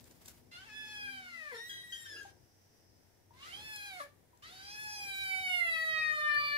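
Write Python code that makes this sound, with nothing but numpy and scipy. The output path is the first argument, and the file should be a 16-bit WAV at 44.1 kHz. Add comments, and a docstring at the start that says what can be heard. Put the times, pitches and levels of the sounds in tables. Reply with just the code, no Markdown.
"""A tiled floor between hard walls, where two kittens beg for food a metre from a hand-held stereo mic.
One gives three long clear meows, the other squeaks high: vocal folds make a stack of partials, the mouth
shapes it and breath leaks through. Claws and tongue click, chirps, soft voice blips and a small growl
slip in, and a hoarse squeal comes last. The walls ring briefly. Cloth rustles at the start, and low
background noise, hiss, mains hum, a faint tone and far insects lie underneath."""
import sys
import numpy as np
from scipy import signal
from scipy.fft import rfft, irfft, next_fast_len
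from scipy.io import wavfile
from scipy.ndimage import uniform_filter1d

SR = 44100
rng = np.random.default_rng(int(sys.argv[2]) if len(sys.argv) > 2 else 0)


def wav_record(signal):
    """Record a signal, one row per channel, as 16-bit PCM in the file named by sys.argv[1]."""
    frames = np.transpose(np.atleast_2d(signal))
    bounded = np.clip(frames, -1, 1)
    # unit amplitude maps onto the largest positive 16-bit level
    quanta = np.round(bounded * 32767).astype(np.int16)
    wavfile.write(sys.argv[1], SR, quanta)


N = 289737
T = np.arange(N) / SR
PORT_LAG_MS, TOP_HZ = 0.23, 15600  # left mic port behind the right; the recorder's treble limit


def undb(db):
    """Gain of a level in dB."""
    return 10 ** (np.asarray(db) / 20)


def unit(x):
    """Scale to rms 1."""
    return x / np.sqrt(np.mean(x ** 2))


def curve(points):
    """Draw (seconds, value) points as a line through the whole scene."""
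    return np.interp(T, *np.transpose(points))


def shape(points, hz):
    """Read a (Hz, dB) spectrum on a log axis."""
    f, db = np.transpose(points)
    return np.interp(np.log(np.maximum(hz, 1)), np.log(f), db)


def band(n, hz, width):
    """Noise of rms 1 in one resonance."""
    size = next_fast_len(n)
    f = np.fft.rfftfreq(size, 1 / SR)
    gain = 1 / (1 + ((f ** 2 - hz ** 2) / (f * width + 1e-9)) ** 2)
    return unit(irfft(rfft(rng.standard_normal(n), size) * gain, size)[:n])


def coloured(points, alike_hz):
    """Stereo noise of rms 1 with a given spectrum, narrower in the image below alike_hz."""
    size = next_fast_len(N)
    f = np.fft.rfftfreq(size, 1 / SR)
    mid, side = rfft(rng.standard_normal((2, size))) * undb(shape(points, f))
    alike = .55 / (1 + (f / alike_hz) ** 2)
    mid, side = mid * np.sqrt(1 + alike), side * np.sqrt(1 - alike)
    return unit(irfft(np.array([mid + side, mid - side]), size)[:, :N])


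def walk(n, rate):
    """Smooth random wobble, rate steps a second, with a spread near 1."""
    hold = int(SR / rate)
    steps = np.repeat(rng.standard_normal(n // hold + 1), hold)
    return 1.3 * uniform_filter1d(uniform_filter1d(steps, hold), hold)[:n]


def walks(n, rate):
    """A function that deals left-right pairs of wobbles, cut at random from one long walk."""
    long = walk(3 * n, rate)
    return lambda: np.array([long[k:k + n] for k in rng.integers(0, 2 * n, size=2)])


def read(table):
    """A table's span, its columns as curves, and edge fades; no fade-out if it reaches the scene's end."""
    s, *columns = np.transpose(table)
    stop = np.inf if s[-1] > T[-1] - .05 else s[-1]
    span = slice(int(max(s[0], 0) * SR), int(min(stop * SR, N)))
    t = T[span]
    fades = np.clip(np.minimum((t - s[0]) / 0.0066, (stop - t) / 0.027), 0, 1)
    return span, [np.interp(t, s, c) for c in columns], fades


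def place(x, left_db):
    """Pan a sound so the left is left_db louder than the right."""
    return x * undb(np.array([[left_db], [-left_db]]) / 2)


def decay(start, t60, rise_s):
    """Envelope with a fast attack that dies by 60 dB in t60 seconds."""
    t = np.clip(T - start, 0, None)
    return (1 - np.exp(-t / rise_s)) * np.exp(-np.log(1000) * t / t60)


# Low background noise, up with the calls and turned down between. Each row: time in seconds, level in dB.
LOW_NOISE_LEVEL = [(0, -66), (.44, -69.5), (.8, -64), (1.5, -75), (1.76, -67), (2.0, -69.5), (2.4, -65),
                   (2.5, -75), (3.3, -72.5), (3.62, -64.5), (3.75, -68), (4.1, -70), (4.37, -78),
                   (4.5, -69.5), (4.95, -68), (5.23, -67), (5.55, -63), (5.85, -70), (6.3, -66),
                   (6.39, -62), (6.57, -66.5)]
# Tone colour of the low noise and the hiss. Each row: frequency in Hz, relative level in dB.
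LOW_NOISE_COLOUR = [(15, -42), (25, -58), (54, -7), (102, -3), (199, -12), (308, -11.5), (350, -10),
                    (399, -13.5), (972, -22), (1200, -44), (1560, -78), (2640, -120)]
HISS_COLOUR = [(400, -1.5), (800, -4.5), (1200, -12.5), (1800, -7.5), (2500, -13.5), (4500, -16),
               (8000, -16), (15500, -16)]


def room_tone():
    """The bed: low noise on the left, turned down between the calls, soft hiss and wavering mains hum."""
    low = coloured(LOW_NOISE_COLOUR, alike_hz=450) * undb(curve(LOW_NOISE_LEVEL) + 1.8 * walk(N, 9))
    hiss = coloured(HISS_COLOUR, alike_hz=300) * undb(-70.5 + 0.91 * walk(N, 12))
    hum = np.sqrt(2) * undb(-79.5 + 3.5 * walk(N, 11)) * np.sin(2 * np.pi * 95.6 * T)
    return place(low, left_db=9.2) + hiss + hum


# The insects' buzz. Each row: centre in Hz, width in Hz, base level in dB.
INSECT_BANDS = [(5090, 500, -83), (5790, 490, -82.5)]
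# Its rise and fall. Each row: time in seconds, gain in dB.
INSECT_SWELL = [(0, -2), (2.2, 5), (2.4, 2), (2.9, 6), (3.3, -3.5), (3.5, -4.5), (6.57, -45)]


def insects():
    """Far insects blur into narrow bands of high noise that swell, then fade away."""
    out = np.zeros((2, N))
    for hz, width, db in INSECT_BANDS:
        swell_db = curve(INSECT_SWELL) + 1.8 * walk(N, 3.9)
        out += undb(db + swell_db) * np.array([band(N, hz, width), band(N, hz, width)])
    return out


# A brush of cloth. Each row: time in seconds, level in dB.
RUSTLE_LEVEL = [(0, -65), (.12, -64), (.17, -69), (.246, -62.5), (.258, -58.5), (.274, -66), (.282, -48),
                (.296, -58), (.36, -65), (.4, -71), (.5, -80)]


def cloth_rustle():
    """Rubbing cloth gives broad noise with a fast, grainy flutter."""
    span, (db,), fades = read(RUSTLE_LEVEL)
    cloth = coloured([(700, -0.5), (3000, -2), (9000, -3), (14000, -1.5)], alike_hz=2000)
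    cloth *= undb(2.2 * walk(N, 93.2))
    out = np.zeros((2, N))
    out[:, span] = cloth[:, span] * undb(db) * fades
    return out


# A low tone under the opening. Each row: time in seconds, pitch in Hz, level in dB.
FAINT_TONE = [(0, 241, -74), (.1, 242, -75.5), (.55, 247.4, -73), (.85, 248.6, -70.5), (1.15, 251, -69),
              (1.5, 242.3, -78)]


def faint_tone():
    """A quiet sine that wavers in pitch and level."""
    span, (hz, db), fades = read(FAINT_TONE)
    level = undb(db + 3.5 * walk(len(hz), 11.8))
    phase = 2 * np.pi * np.cumsum(hz + 3 * walk(len(hz), 15.1)) / SR
    out = np.zeros(N)
    out[span] = np.sqrt(2) * level * fades * np.sin(phase)
    return out


# Claw and tongue ticks. Each row: start in seconds, level in dB, centre in Hz, 60 dB decay in seconds.
CLICKS = [(0.0404, -50.5, 5800, 0.021), (0.1093, -53, 6000, 0.022), (0.2562, -45.5, 6140, 0.033),
          (0.2808, -38, 6050, 0.017), (0.2994, -54, 6000, 0.03), (2.2294, -51, 6000, 0.026),
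          (3.7594, -38, 6000, 0.018), (4.373, -54.5, 5900, 0.012)]


def clicks():
    """Each tap of claw or tongue is a tiny burst of bright noise."""
    return sum(undb(db) * decay(start, t60, rise_s=0.0014) * band(N, hz, 1.35 * hz)
               for start, db, hz, t60 in CLICKS)


# Roughness of both voices. Each row: time in seconds, pitch jitter in percent, half-pitch depth 0-1.
HOARSENESS = [(.5, .5, 0), (.6, 1, .1), (.64, 1, .7), (.69, .8, .6), (.72, .45, 0), (1.45, .5, 0),
              (1.51, .8, 0), (1.53, 3, .2), (1.58, 1.6, 0), (1.62, .5, 0), (1.69, 1.2, 0), (1.76, .5, 0),
              (1.9, .6, 0), (1.94, 1.3, 0), (2.04, .8, 0), (2.08, 1.6, 0), (3.4, 2.8, .1), (3.58, 1.8, .1),
              (3.66, .7, 0), (3.98, .7, 0), (4.02, 3.5, .3), (4.45, 2.5, .1), (4.7, 1.1, 0), (4.85, .25, 0),
              (5.45, .25, 0), (5.6, .5, 0), (5.75, .2, 0), (6.57, .15, 0)]
# EQ of the upper partials (mouth) and the very top (edge). 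Each row: frequency in Hz, gain in dB.
MOUTH_EQ = [(2500, -3), (3600, 12.5), (4500, 7), (5400, -1.5), (6300, -9)]
EDGE_EQ = [(6300, -7), (8300, -11), (10500, -2), (12000, -14), (15000, -11.5)]
# Colour of the breath. Each row: centre in Hz, width in Hz, gain in dB.
BREATH_BANDS = [(1890, 2500, -2), (3900, 4700, 0), (11200, 7800, -15.5)]
# Air leaking past the vocal folds. Each row: time in seconds, level in dB.
BREATH_LEVEL = [(.5, -64.5), (.7, -65.5), (1.0, -66.5), (1.45, -65), (1.55, -65.5), (1.65, -65.5),
                (1.9, -72), (2.1, -63.5), (2.3, -68.5), (3.35, -76), (3.45, -58), (3.65, -63), (3.9, -66),
                (4.02, -58.5), (4.1, -82), (4.43, -62), (4.7, -64.5), (4.9, -66.5), (5.3, -65), (5.6, -65),
                (5.9, -65.5), (6.57, -69)]


def voice(table, drawn_partials):
    """Vocal folds make a stack of partials, the mouth sets their levels, and breath pulses once a cycle."""
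    span, (hz, *low_db, edge_db, pan_db, lag_ms), fades = read(table)
    hz = uniform_filter1d(hz, size=350)  # pitch bends without corners
    n, mouth_db, loudest_db = len(hz), low_db[-1], np.max(low_db[:drawn_partials], axis=0)
    times, jitter_percent, half_depth = np.transpose(HOARSENESS)
    jitter = np.interp(T[span], times, jitter_percent) / 100
    phase = 2 * np.pi * np.cumsum(hz * (1 + jitter * walk(n, 220))) / SR
    share_db = 10 * np.log10(hz / 2000)  # a band's power is split over its partials
    side = np.array([[-.5], [.5]])
    swell, drift, shimmer, blur = walks(n, 20), walks(n, 10), walks(n, 70), walks(n, 300)
    call = np.zeros((2, n))
    for k in range(1, int(TOP_HZ / hz.min()) + 1):
        f = k * hz
        if k <= drawn_partials:
            db = low_db[k - 1]
        else:
            high = np.clip((f - 6200) / 800, 0, 1)  # crossfade from mouth band to edge band
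            db = share_db + (1 - high) * (mouth_db + shape(MOUTH_EQ, f))
            db += high * (edge_db + shape(EDGE_EQ, f))
        # standing waves push the loudest partial from port to port; weaker ones drift on their own
        lead = np.minimum(undb(db - loudest_db), 1)
        drift_db = -lead * pan_db * side + (1 - lead) * 3.0 * swell()
        drift_db += (2.4 - lead) * shimmer()  # quick unevenness, least on the loudest partial
        lag_s = (lead * lag_ms + (1 - lead) * PORT_LAG_MS) / 1000
        turn = 2 * np.pi * f * lag_s * side + (1 - lead) * .6 * drift()
        turn += (f / 12000) ** 2 * (1 + 80 * jitter) * blur()  # uneven cycles smear high partials most
        call += np.sqrt(2) * undb(db + drift_db) * (f < TOP_HZ) * np.sin(k * phase + 1.5 * k + turn)
    call *= 1 + np.interp(T[span], times, half_depth) * np.sin(phase / 2)  # strong, weak cycles alternate
    breath = np.array([sum(undb(db) * band(n, f, width) for f, width, db in BREATH_BANDS)
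                       for port in range(2)])
    call += undb(curve(BREATH_LEVEL)[span]) * breath * (1 + .5 * np.sin(phase))
    out = np.zeros((2, N))
    out[:, span] = call * fades
    return out


# Three meows. Each row: time in seconds, pitch in Hz, levels of partials 1 to 5 in dB, mouth and edge
# band levels in dB before EQ, then the loudest partial's leftward pan in dB and left lag in ms.
FIRST_MEOW = [(0.51, 673.0, -81, -76.0, -68, -78.0, -80, -76, -75.0, 4.0, 0.37),
              (0.525, 690, -75.0, -64, -59, -60, -67.0, -70, -75, -1, 0.35),
              (0.56, 697, -71.0, -54, -59, -53.5, -62, -65, -72, 2, 0.46),
              (0.6, 755.5, -76, -59, -66.0, -62, -76, -71, -76, 1, -0.18),
              (0.63, 768, -76, -60, -76, -59, -85, -78, -84, 4.0, 0.22),
              (0.67, 918, -67, -64, -58.5, -81, -74, -74, -74, 6, 0.27),
              (0.7, 839, -68.5, -58.0, -61.5, -75, -74.0, -65, -78, 6, -0.053),
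              (0.77, 863, -70, -52, -51.5, -53, -89, -61.0, -70, -7.0, 0.13),
              (0.92, 848, -66.5, -54.5, -56.5, -54.5, -63, -56.5, -63.5, 3.5, 0.021),
              (0.995, 832.6, -67, -44.5, -48, -52.0, -68, -58, -64.5, 1.5, 0.23),
              (1.145, 784, -63.5, -48.5, -51, -54.5, -69, -61.5, -66.0, 4, 0.3),
              (1.22, 753.7, -68.5, -54.5, -57.0, -63.5, -64.0, -72, -72, -4.0, 0.25),
              (1.37, 664, -67.5, -60.5, -51, -58.5, -79, -72.5, -72, 9.5, 0.098),
              (1.514, 563.4, -63, -57, -48, -52.5, -70.0, -84, -71, 7, 0.22),
              (1.526, 476.4, -50, -53, -60, -51, -58, -77, -62, 3, 0.17),
              (1.56, 470.5, -50.5, -63, -56, -54.5, -66.0, -69, -69, 4, 0.027),
              (1.62, 464.4, -59, -56, -72, -48.0, -78.0, -88, -71, 8, 0.3)]
SECOND_MEOW = [(3.33, 487.4, -84, -66.0, -85, -81, -93, -100, -81, 8, 0.34),
               (3.39, 530.5, -92, -68.0, -72.0, -66, -79, -77, -79, -6, 0.072),
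               (3.43, 579.4, -83, -57, -70, -66, -52.5, -72, -75, 2.0, 0.2),
               (3.48, 676, -68, -55, -57.0, -69, -69, -73, -68, 1.5, 0.37),
               (3.54, 766, -59.5, -62, -61.0, -47, -65, -62.5, -62.5, -7, 0.18),
               (3.6, 836, -60.0, -63, -61, -54.5, -60, -60.5, -59.5, 2, 0.13),
               (3.669, 872, -64, -54.5, -50, -60, -63.5, -56, -60.5, -2.0, 0.19),
               (3.74, 854, -58.5, -51.5, -51.0, -56, -58.0, -53, -55, 2, 0.15),
               (3.81, 818.3, -65.0, -48.5, -50, -61, -60, -59, -56, 4.5, 0.23),
               (3.88, 807.5, -59, -52.5, -52.5, -56.0, -58, -57, -58.0, 3, 0.13),
               (3.94, 744, -56.5, -61.5, -50.0, -60, -58.0, -70, -59, -9, 0.13),
               (3.996, 707.6, -54.5, -54.5, -54, -62.0, -69, -69, -62, 0, 0.24),
               (4.007, 569, -49, -41.5, -46, -56.0, -64, -64, -58.0, 4, 0.27),
               (4.04, 564, -51, -57, -57.5, -64.0, -79, -80, -62.0, 5, 0.63),
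               (4.07, 563, -62, -73, -66, -69, -78, -91, -73, 1, 0.06),
               (4.119, 570.7, -74, -74, -75.0, -79.0, -83.0, -81.0, -80, 4.0, -0.48)]
LAST_MEOW = [(4.42, 587, -82, -64, -72.0, -83.0, -68, -83, -78, -3, 0.2),
             (4.437, 599, -80, -58, -61, -83, -60, -71, -85, 1, 0.27),
             (4.47, 648, -73, -59, -57, -65, -73, -64.5, -72, 0.0, 0.23),
             (4.53, 733, -62, -64, -73, -66, -59, -68, -64.5, 2, 0.24),
             (4.598, 774, -66, -59, -65, -63.0, -63, -60.5, -67.5, -0.5, 0.21),
             (4.734, 839.4, -60.5, -56.5, -54.5, -59, -62.0, -49, -60, 0.0, 0.28),
             (4.802, 853, -62, -46.5, -51, -56.5, -63, -57.5, -57, 0.5, 0.21),
             (4.938, 836.2, -55.5, -47.5, -52, -58, -55, -46.5, -57, -2.5, 0.28),
             (5.006, 820.6, -58.0, -54.5, -43, -59, -61.5, -49.5, -56, -1.5, 0.21),
             (5.143, 777, -57, -47.5, -43.5, -56, -47.5, -58.5, -53.5, 2, 0.19),
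             (5.209, 779.7, -60, -49, -42.0, -55, -46.5, -56.5, -53.5, 1.5, 0.2),
             (5.344, 757.5, -50, -48.5, -37, -48.5, -52.5, -52.5, -53, -9, 0.17),
             (5.415, 762, -52, -48.5, -39.5, -49, -50.0, -55.5, -55.0, 0, 0.29),
             (5.552, 718, -47, -51, -34.5, -38, -52.5, -56.5, -52.5, -4, 0.13),
             (5.62, 690.5, -54.5, -47, -33, -45.5, -57, -62, -53.5, -12, 0.21),
             (5.755, 647, -56, -48, -36.5, -41.5, -52.5, -58, -56.0, 7.5, 0.2),
             (5.821, 644.6, -56, -45.5, -32, -47, -48.5, -60, -54, 7.5, 0.058),
             (5.957, 632.9, -57, -44.5, -39.5, -47.5, -54.5, -55.5, -62, -9.5, 0.35),
             (6.027, 628, -62.5, -46, -35.5, -40.5, -60, -55, -62.5, 8.5, 0.43),
             (6.162, 610.4, -52, -38.0, -35, -47, -55, -60, -61.0, 4.5, 0.28),
             (6.232, 601.4, -57, -38.5, -35, -48, -53, -59, -60.5, 2.5, 0.29),
             (6.366, 590.4, -58, -43, -32, -43, -50, -62.5, -60.5, 5, 0.41),
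             (6.433, 587.3, -57, -45.5, -41, -36, -47, -62, -64, 3.5, 0.18),
             (6.55, 584, -58.5, -43.5, -33.0, -40.5, -49.5, -64, -64.5, 8, 0.31)]


def meows():
    """The first kitten's long calls, each arching up in pitch and sinking again."""
    return sum(voice(meow, drawn_partials=5) for meow in (FIRST_MEOW, SECOND_MEOW, LAST_MEOW))


# The squeak. Each row: time in seconds, pitch in Hz, levels of partials 1 to 4 in dB, edge band level
# in dB before EQ, then the loudest partial's leftward pan in dB and left lag in ms.
HIGH_SQUEAK = [(1.542, 1750, -51, -65, -56, -66.0, -61, 7.0, -0.077),
               (1.59, 1854, -51, -53, -60, -81, -68, 1, 0.46),
               (1.64, 1888, -52, -53, -64.0, -74, -63, -1, 0.38),
               (1.69, 1932, -53, -62, -65, -64, -57.5, 0, 0.41),
               (1.8, 1933, -49, -50, -74, -77.0, -66, 5.5, 0.29),
               (1.86, 1916, -56, -64, -78, -71, -61.5, 5.5, 0.41),
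               (1.91, 1912.7, -57, -60, -69, -66, -62, 8, 0.032),
               (1.97, 1870, -55, -64.0, -63.0, -63, -60.5, 1, 0.081),
               (2.03, 1853, -54, -63, -68.0, -62, -56.5, 5.5, 0.36),
               (2.08, 1788, -57, -62.0, -57.5, -69, -65, 2, 0.45),
               (2.12, 1754, -51.5, -60, -59, -64.0, -69, 6, 0.41),
               (2.16, 1677, -47.5, -67, -57, -75, -66.0, -2, 0.46),
               (2.2, 1648, -49.5, -69, -63, -67, -66, 10, 0.53),
               (2.23, 1605, -53.5, -66, -76, -73, -73, -1, 0.43),
               (2.26, 1575, -61, -78, -88, -70, -73, 3, 0.05),
               (2.33, 1590, -71, -89, -89, -85, -77.0, 10.0, 0.62)]


def squeak():
    """The second kitten's vocal folds run much faster, in one thin arching call."""
    return voice(HIGH_SQUEAK, drawn_partials=4)


# Chirps over the squeak. Each row: start in seconds, level in dB, second partial's pitch in Hz,
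# 60 dB decay in seconds, fundamental's level against the second partial in dB.
CHIRPS = [(1.693, -40.5, 3245, 0.41, -9), (1.9216, -37.5, 3183, 0.27, -13), (2.0552, -49.5, 3130, 0.19, 4),
          (2.1615, -47, 2796, 0.19, -5.5)]


def chirps():
    """Short high peeps: four jittery partials that start sharply and die away."""
    out = np.zeros(N)
    for start, db, hz, t60, fundamental_db in CHIRPS:
        phase = 2 * np.pi * np.cumsum(hz * (1 + .022 * walk(N, 260))) / SR
        partials = [(.5, fundamental_db), (1, 0), (1.5, -16.5), (2, -14)]  # pitch ratio, dB
        stack = sum(undb(gain_db) * np.sin(ratio * phase) for ratio, gain_db in partials)
        out += undb(db) * decay(start, t60, rise_s=0.0022) * stack
    return out


# A small growl. Each row: time in seconds, level in dB.
GROWL_LEVEL = [(2.07, -82), (2.15, -62), (2.24, -67), (2.36, -76)]


def growl():
    """A low rasp of noise under the end of the squeak."""
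    span, (db,), fades = read(GROWL_LEVEL)
    out = np.zeros(N)
    out[span] = undb(db) * fades * band(len(db), hz=376, width=280)
    return out


# Soft voice blips. Each row: start in seconds, level in dB, pitch in Hz, 60 dB decay in seconds.
VOICE_BLIPS = [(2.251, -46, 797, 0.12), (3.307, -54, 937, 0.062), (4.331, -62, 973, 0.18)]


def voice_blips():
    """Short soft blips of voice at the edges of the calls, each one fading sine."""
    return sum(undb(db) * decay(start, t60, rise_s=0.00056) * np.sin(2 * np.pi * hz * T)
               for start, db, hz, t60 in VOICE_BLIPS)


# The closing squeal. Each row: time in seconds, top pitch in Hz, level in dB.
HOARSE_SQUEAL = [(6.29, 4250, -59), (6.33, 4600, -51), (6.38, 4700, -45), (6.46, 4715, -41),
                 (6.51, 4630, -44), (6.57, 4550, -44.5)]


def squeal():
    """A shrill note, hoarse because its pitch keeps slipping down from the top and its level shakes."""
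    span, (hz, db), fades = read(HOARSE_SQUEAL)
    slip = .045 * np.abs(walk(len(hz), 700))
    phase = 2 * np.pi * np.cumsum(hz * (1 - slip)) / SR
    stack = np.sin(phase) + undb(-33) * np.sin(2 * phase) + undb(-15) * np.sin(3 * phase)
    out = np.zeros(N)
    out[span] = undb(db + 2 * walk(len(hz), 162.3)) * fades * stack
    return out


# Slaps off floor and walls. Each row: left and right arrival in ms (direct is near 1), gain in dB.
REFLECTIONS = [(2.9, 3.6, -24), (7.3, 6.1, -16.5), (12.7, 12, -8.5)]


def room(x, t60=.3, tail_db=-16):
    """Sound arrives directly, bounces off tiles and walls and leaves a short tail."""
    t = np.arange(int(.5 * SR)) / SR
    tail = rng.standard_normal((2, len(t))) * np.exp(-np.log(1000) * t / t60) * (t > .012)
    tail = signal.lfilter([1], [1, -.4], tail)  # walls and air dull the tail
    response = undb(tail_db) * tail / np.sqrt(np.sum(tail ** 2, axis=1, keepdims=True))
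    for left_ms, right_ms, db in [(0.98, 0.95, 0)] + REFLECTIONS:
        response += undb(db) * np.sinc((t - np.array([[left_ms], [right_ms]]) / 1000) * SR)
    lead = int(SR / 1000)  # skip the direct sound's 1 ms of delay
    return signal.fftconvolve(x, response, axes=1)[:, lead:N + lead]


def scene():
    """The kittens ring in the room, their small noises a little to the left, over the quiet bed."""
    calls = meows() + squeak()
    small = chirps() + voice_blips() + clicks() + squeal() + growl()
    late_left = np.roll(small, int(PORT_LAG_MS * SR / 1000))
    kittens = calls + place(np.array([late_left, small]), left_db=4.5)
    return room(kittens) + room_tone() + insects() + cloth_rustle() + faint_tone()


def record(dry):
    """The recorder cuts the top with a steep low-pass."""
    return signal.sosfilt(signal.ellip(10, .2, 75, TOP_HZ, fs=SR, output="sos"), dry)


dry = scene()
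out = record(dry)
wav_record(out)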